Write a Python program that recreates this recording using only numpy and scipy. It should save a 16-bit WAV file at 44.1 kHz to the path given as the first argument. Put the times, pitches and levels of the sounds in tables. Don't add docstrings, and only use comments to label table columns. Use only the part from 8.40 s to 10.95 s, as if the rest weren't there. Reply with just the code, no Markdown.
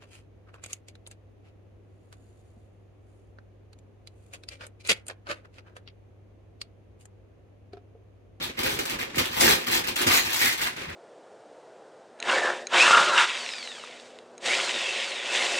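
import sys
import numpy as np
from scipy import signal
from scipy.fft import rfft, irfft
from scipy.io import wavfile
from scipy.ndimage import uniform_filter1d

SR = 44100
rng = np.random.default_rng(int(sys.argv[2]) if len(sys.argv) > 2 else 0)


def nominal_scale(level):
    x = np.asarray(level, float) / 20
    return 10 ** x


def int16_out(signal):
    q = np.round(np.clip(np.atleast_2d(signal).T, -1, 1) * 32767)
    wavfile.write(sys.argv[1], SR, q.astype(np.int16))


N = 112454

RELEASE_S = 0.024
BOX_LAG_S = 0.00087


def rms_one(x):
    return x / np.sqrt(np.mean(x ** 2) + 1e-20)


def butterworth(x, order, hz, kind="low"):
    return signal.sosfilt(signal.butter(order, hz, kind, fs=SR, output="sos"), x)


def at_hz(points, hz):
    points_hz, values = np.transpose(points)
    return np.interp(np.log(hz), np.log(points_hz), values)


def drift(rate_hz):
    r = np.exp(-40 * np.pi * rate_hz / SR)
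    noise = rng.standard_normal(N // 20 + 2002)
    slow = signal.lfilter([1], [1, -2 * r, r * r], noise)[2000:]
    return np.interp(np.arange(N) / 20, np.arange(len(slow)), rms_one(slow))


def stroke(start_s, rise_s, hold_s, release_s):
    t = np.arange(N) / SR - start_s
    rise_s, hold_s = max(rise_s, 5e-4), max(hold_s, 0)
    rise = np.clip(t / rise_s, 0, 1) ** 2
    return rise * np.exp(-np.maximum(t - rise_s - hold_s, 0) / release_s)


def clicks(rate_hz, spread_db):
    size = nominal_scale(spread_db * np.minimum(rng.exponential(1, N), 5))
    size = size * rng.choice([-1, 1], N)
    return rms_one(size * (rng.random(N) < rate_hz / SR))


def resonate(x, hz, width_hz):
    r = np.exp(-np.pi * width_hz / SR)
    poles = [1, -2 * r * np.cos(2 * np.pi * hz / SR), r * r]
    return signal.lfilter([(1 - r * r) / 2, 0, (r * r - 1) / 2], poles, x + 1e-18)


def walls(modes, shake):
    def ring(x):
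        total = 0
        for k, (hz, width_hz, db) in enumerate(modes):
            total = total + (-1) ** k * nominal_scale(db) * resonate(x, hz, max(width_hz, 10))
        return total

    rough = clicks(2000, 2.5)
    return ring(rough * shake) / np.std(ring(rough))


def spots(x, count):
    place = rng.integers(0, count, N)[(np.arange(N) / SR / 0.006).astype(int)]
    shares = [uniform_filter1d(1. * (place == k), size=64) for k in range(count)]
    return [x * np.sqrt(np.maximum(share, 0)) for share in shares]


def ports(x, lag_s):
    # hz, level_db
    port_balance = [(400, 0.75), (1300, 2.2), (2600, -2.9), (4500, 2.5)]
    hz = np.maximum(np.arange(N // 2 + 1) * SR / N, 1)
    long_wave = 1 / (1 + (hz / 930) ** 4)
    lag = lag_s + (BOX_LAG_S - lag_s) * long_wave
    pan = nominal_scale(at_hz(port_balance, hz))
    return irfft(rfft(x) * np.array([pan, np.exp(-2j * np.pi * hz * lag) / pan]), N)


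def effort(bright):
    # start_s, peak_db, rise_s, hold_s, brightness_db
    rub_strokes = [(-.02, -26.5, 0.0057, 0.037, -11), (.021, -21, 0.002, 0.029, -3.5),
                   (.160, -17.5, 0.016, .015, -15.5), (.184, -19, 0.0045, 0.019, -2.5),
                   (.229, -13.5, 0.0053, 0.037, -4), (.289, -19.5, 0.0065, 0.051, -0.5),
                   (.387, -14, 0.0019, 0.0061, -0.5), (.452, -22.5, 0.0037, 0.041, -3.5),
                   (.492, -20, 0.0025, 0.015, 0.5), (.586, -19.5, 0.0015, 0.041, -7),
                   (.738, -23.5, 0.021, 0.027, -1), (.778, -8.5, 0.0025, 0.0099, -3.5),
                   (.842, -24, 0.0092, 0.034, -4.5), (.911, -20, .004, 0.085, -6.5),
                   (.947, -24.5, 0.021, 0.046, 4.5)]
    tear_strokes = [(.992, -8.5, 0.0091, 0.032, -0.5), (1.036, -9.5, 0.008, 0.033, 0),
                    (1.069, -8.5, 0.021, 0.037, 0.5), (1.185, -21.5, 0.0053, 0.038, -7),
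                    (1.26, -16, 0.0083, 0.031, -5.5), (1.30, -12.5, 0.016, 0.056, -1),
                    (1.435, -19.5, 0.0064, 0.048, -8), (1.47, -15.5, 0.0041, 0.0058, 0.5),
                    (1.555, -17, 0.0034, 0.074, -2), (1.61, -20, .006, 0.044, -17),
                    (1.66, -9, 0.0064, 0.039, -3.5), (1.708, -9.5, 0.0055, 0.05, -2),
                    (1.735, -17, 0.0092, 0.039, 5), (1.832, -17, 0.0033, 0.1, -5),
                    (1.923, -18, 0.011, 0.13, 2.5), (2.006, -14, 0.0031, 0.06, 0),
                    (2.065, -20, 0.0074, 0.064, 2), (2.166, -22, 0.013, 0.035, -3),
                    (2.205, -17.5, 0.013, 0.018, 0.5), (2.255, -17, 0.0057, 0.013, -6),
                    (2.359, -25, 0.0027, 0.092, -17), (2.475, -22.5, 0.0099, 0.023, -23)]
    power = 1e-12
    for start_s, db, rise_s, hold_s, tilt_db in list(rub_strokes) + list(tear_strokes):
        level = nominal_scale(db - 14 + bright * tilt_db)
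        power = power + (level * stroke(start_s, rise_s, hold_s, RELEASE_S)) ** 2
    return np.sqrt(power)


def floor():
    # hz, level_db
    floor_spectrum = [(15, -35), (25, -7), (249, -5.5), (531, -8.5), (695, -17.5), (2410, -11),
                      (3340, -16.5), (6920, -26), (16000, -46)]
    hz = np.maximum(np.arange(N // 2 + 1) * SR / N, 5)
    shape = nominal_scale(at_hz(floor_spectrum, hz)) * (hz > 18)
    noise = irfft(rfft(rng.standard_normal((2, N))) * shape, N)
    return nominal_scale(-44.5 + 4.2 * drift(18.4)) * rms_one(noise)


def room(x):
    t60_s, treble_t60_s, split_hz = 0.21, 0.07, 6800
    out, t = 0, np.arange(SR // 4) / SR
    for part in spots(x, count=4):
        noise = rng.standard_normal((2, len(t)))
        low = butterworth(noise, 1, split_hz)
        tail = low * nominal_scale(-60 * t / t60_s) + (noise - low) * nominal_scale(-60 * t / treble_t60_s)
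        tail = tail * np.clip(t / 0.004, 0, 1)
        tail = tail / np.sqrt(np.sum(tail ** 2) / 2)
        out = out + signal.fftconvolve(part[None], tail, axes=1)[:, :N]
    return out


def box(body):
    # start_s, peak_db, length_s, thud_db
    wall_pushes = [(0.0, -35.5, 0.03, 5), (0.05, -47, 0.036, -11), (.105, -45, 0.034, -7),
                   (0.177, -22.5, 0.012, 0), (0.228, -22, 0.011, 1), (0.254, -22.5, .02, -12),
                   (0.316, -32, 0.051, 5), (0.384, -21.5, 0.013, -20), (0.498, -31.5, 0.045, -8),
                   (0.575, -31, 0.033, 0), (0.666, -32.5, 0.014, -21), (.707, -38.5, 0.016, 2),
                   (0.765, -18, 0.0069, -2), (0.857, -33, 0.014, -1), (0.896, -35, 0.024, 1),
                   (0.954, -27.5, 0.036, 0), (1.009, -15, 0.023, -14), (1.026, -13.5, 0.018, -9),
                   (1.073, -16.5, 0.025, 0), (1.16, -31.5, 0.05, -11), (1.27, -25.5, 0.032, -3),
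                   (1.316, -28.5, 0.062, 0), (1.464, -25.5, 0.023, -9), (1.585, -22, 0.022, -9),
                   (1.59, -23.5, 0.017, -15), (1.655, -14.5, 0.0054, -2), (1.715, -26.5, 0.072, -5),
                   (1.832, -36, 0.015, 8), (1.912, -48, 0.027, 11), (2.008, -27, 0.036, -1.5),
                   (2.198, -33.5, 0.032, 4), (2.355, -40, 0.024, 3), (2.466, -30.5, 0.014, 7)]
    # pitch_hz, width_hz, level_db
    wall_modes = [(233.5, 33, -3.5), (342, 28.6, 1), (413.3, 18.7, 2.5), (532, 27, 0)]
    # pitch_hz, width_hz, level_db
    thud_modes = [(46.2, 17, -8), (80.6, 39, -4), (112, 26, 2.5), (162.5, 49, -5.5)]
    box_db, thud_trim_db, from_paper_db = -9.5, -6.5, -14
    rise_s, release_s = 0.0011, 0.038
    wall, deep = (nominal_scale(from_paper_db) * body) ** 2, 0
    for start_s, db, length_s, thud_db in wall_pushes:
        push = (nominal_scale(db + box_db) * stroke(start_s - rise_s, rise_s, length_s, release_s)) ** 2
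        wall = wall + push
        deep = deep + push * nominal_scale(2 * (thud_db + thud_trim_db))
    return walls(wall_modes, np.sqrt(wall)) + walls(thud_modes, np.sqrt(deep))


def ticks(treble):
    return nominal_scale(-19) * butterworth(clicks(150, 3.6) * treble, 1, 1500, "high")


def rasp():
    # start_s, level_db, hold_s, pitch_hz
    edge_rasps = [(0.013, -37, 0.017, 3670), (0.097, -71, .06, 1980), (0.961, -33, 0.039, 740),
                  (1.012, -36, 0.11, 1760), (0.514, -48, 0.1, 1050), (1.08, -30, 0.038, 1110),
                  (1.735, -34, 0.054, 6540), (2.437, -57, .05, 1840), (1.089, -28, 0.022, 3770),
                  (1.677, -50, 0.032, 830), (1.705, -32.5, .07, 2000), (1.71, -35, 0.096, 4060),
                  (1.998, -28.5, 0.1, 1980), (2.204, -34.5, 0.013, 1620), (2.249, -37.5, 0.016, 2040)]
    width_hz = 650

    def edge(x, hz):
        return resonate(resonate(x, hz, width_hz), hz, width_hz)

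    slips = clicks(1200, 2.03)
    out = 0
    for start_s, db, hold_s, hz in edge_rasps:
        force = stroke(start_s, 0.0017, hold_s, RELEASE_S)
        out = out + nominal_scale(db) * edge(slips * force, hz) / np.std(edge(slips, hz))
    return out


def snaps():
    # start_s, peak_db, pitch_hz, crack_db
    crease_snaps = [(.0228, -21, 1770, -10), (0.1873, -19, 1620, -9), (0.2324, -12.5, 1810, 1),
                    (0.39, -5, 2240, -24), (0.4536, -12, 1680, -1.5), (0.4983, -19, 2620, 0),
                    (.5916, -11, 1800, -24), (0.6138, -7, 2230, -17), (0.7457, -13, 1910, -19),
                    (0.7587, -14, 2330, -5), (0.7845, 0, 2200, -10), (0.843, -9.5, 1950, -16),
                    (0.9425, -20, 1880, -10), (1.008, -14.5, 4100, 14), (1.018, 5, 3700, -10),
                    (1.035, 4, 1830, -20), (1.048, 1.5, 2000, -18), (1.0782, 7, 1700, -22),
                    (1.1025, 0, 2200, -16), (.856, -0.5, 3200, -17), (1.279, -9, 1860, -13),
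                    (1.44, -11, 1950, -9.5), (1.484, -11, 2620, -3.5), (1.4798, -23, 2430, -5),
                    (1.5645, -10, 2620, 0.5), (1.6154, -6, 1960, -2.5), (1.623, -9, 2400, -3),
                    (1.6701, -2.5, 2220, -2), (1.7115, 1.5, 2270, -17), (1.7545, -1, 2400, -13),
                    (1.784, 1.5, 2100, -18), (2.2168, -5, 2000, -9), (1.962, -6.5, 1930, -6.5),
                    (2.0158, -1, 2300, -23), (2.2114, -6.5, 1960, -12), (2.2687, -5.5, 1850, -11.5),
                    (.965, -25, 5000, -1), (2.33, -27, 6300, -5), (2.3663, -24, 6500, -2.5),
                    (2.408, -26, 6860, -8), (2.435, -26, 6500, -3), (2.498, -26.5, 6000, -3)]
    snap_db, ring_cycles = -7, 8
    crack_trim_db, rag_db, crack_decay_s, crack_rise_s, crack_top_hz = -2.5, 3, 0.0045, 0.001, 12000
    t = np.arange(600) / SR
    out = np.zeros(N + 1000)
    for start_s, db, hz, crack_db in crease_snaps:
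        noise, rag = rng.standard_normal((2, len(t)))
        ring = np.sin(2 * np.pi * hz * t) * nominal_scale(-60 * t * hz / ring_cycles)
        ragged = rag_db * np.repeat(rag, 24)[:len(t)]
        crack = nominal_scale(crack_db + crack_trim_db + ragged) * butterworth(noise, 1, crack_top_hz)
        crack = crack * np.exp(-t / crack_decay_s) * np.minimum(t / crack_rise_s, 1)
        first = int(start_s * SR)
        out[first:first + len(t)] += nominal_scale(db + snap_db) * (ring + crack) * np.minimum(t / 0.0003, 1)
    return out[:N]


def paper(body, treble):
    # hz, level_db (per Hz)
    sheet_spectrum = [(450, -19), (800, -4), (1330, -7), (1830, -2.5), (3900, -4), (6500, -10.5),
                      (10200, -13), (13000, -10), (16000, -20)]
    grains_hz, local_grains_hz, spread_db = 2400, 250, 3.3
    local_db, clump_db, clump_hz, pivot_hz = -0.5, 3.5, 120, 2170
    clump = nominal_scale(clump_db * drift(clump_hz))
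    broad = clicks(grains_hz * clump, spread_db)
    out, norm = 0, 0
    edges_hz = 450 * 2 ** (np.arange(17) / 3)
    for low, high in zip(edges_hz, edges_hz[1:]):
        hz = np.sqrt(low * high)
        level_db = at_hz(sheet_spectrum, hz)
        share = np.clip(np.log2(hz / pivot_hz) / 2, 0, 1)
        local = clicks(local_grains_hz * hz / 1000 * clump, spread_db)
        force = body ** (1 - share) * treble ** share * nominal_scale(drift(18))
        drive = (broad + nominal_scale(local_db) * local) * force
        out = nominal_scale(level_db) * butterworth(drive, 2, [low, high], "band") - out
        norm += nominal_scale(2 * level_db) * (high - low) * 2 / SR * (1 + nominal_scale(2 * local_db))
    return out / np.sqrt(norm)


def scene():
    body, treble = effort(bright=0), effort(bright=1)
    sheet = paper(body, treble) + rasp() + ticks(treble)
    boom, cracks = box(body), snaps()
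    direct = ports(cracks, 0.00004) + ports(boom, BOX_LAG_S)
    for part, lag_s in zip(spots(sheet, count=2), (0.000506, 0.00014)):
        direct = direct + ports(part, lag_s)
    return direct + nominal_scale(-3) * room(sheet + cracks + nominal_scale(-5) * boom) + floor()


def band_limit(x):
    return signal.sosfilt(signal.butter(12, 16980, fs=SR, output="sos"), x)


def record(dry):
    limit = 0.62
    mid, side = dry[0] + dry[1], dry[0] - dry[1]
    side = butterworth(side, 3, 380, "high") + nominal_scale(-19) * side
    pair = butterworth(mid + side * [[1], [-1]], 2, 36, "high") / 2
    rounded = limit * np.tanh(pair / limit)
    mix = signal.sosfilt(signal.cheby2(20, 38, 16050, fs=SR, output="sos"), rounded)
    return band_limit(mix)


dry = scene()
out = record(dry)
int16_out(out)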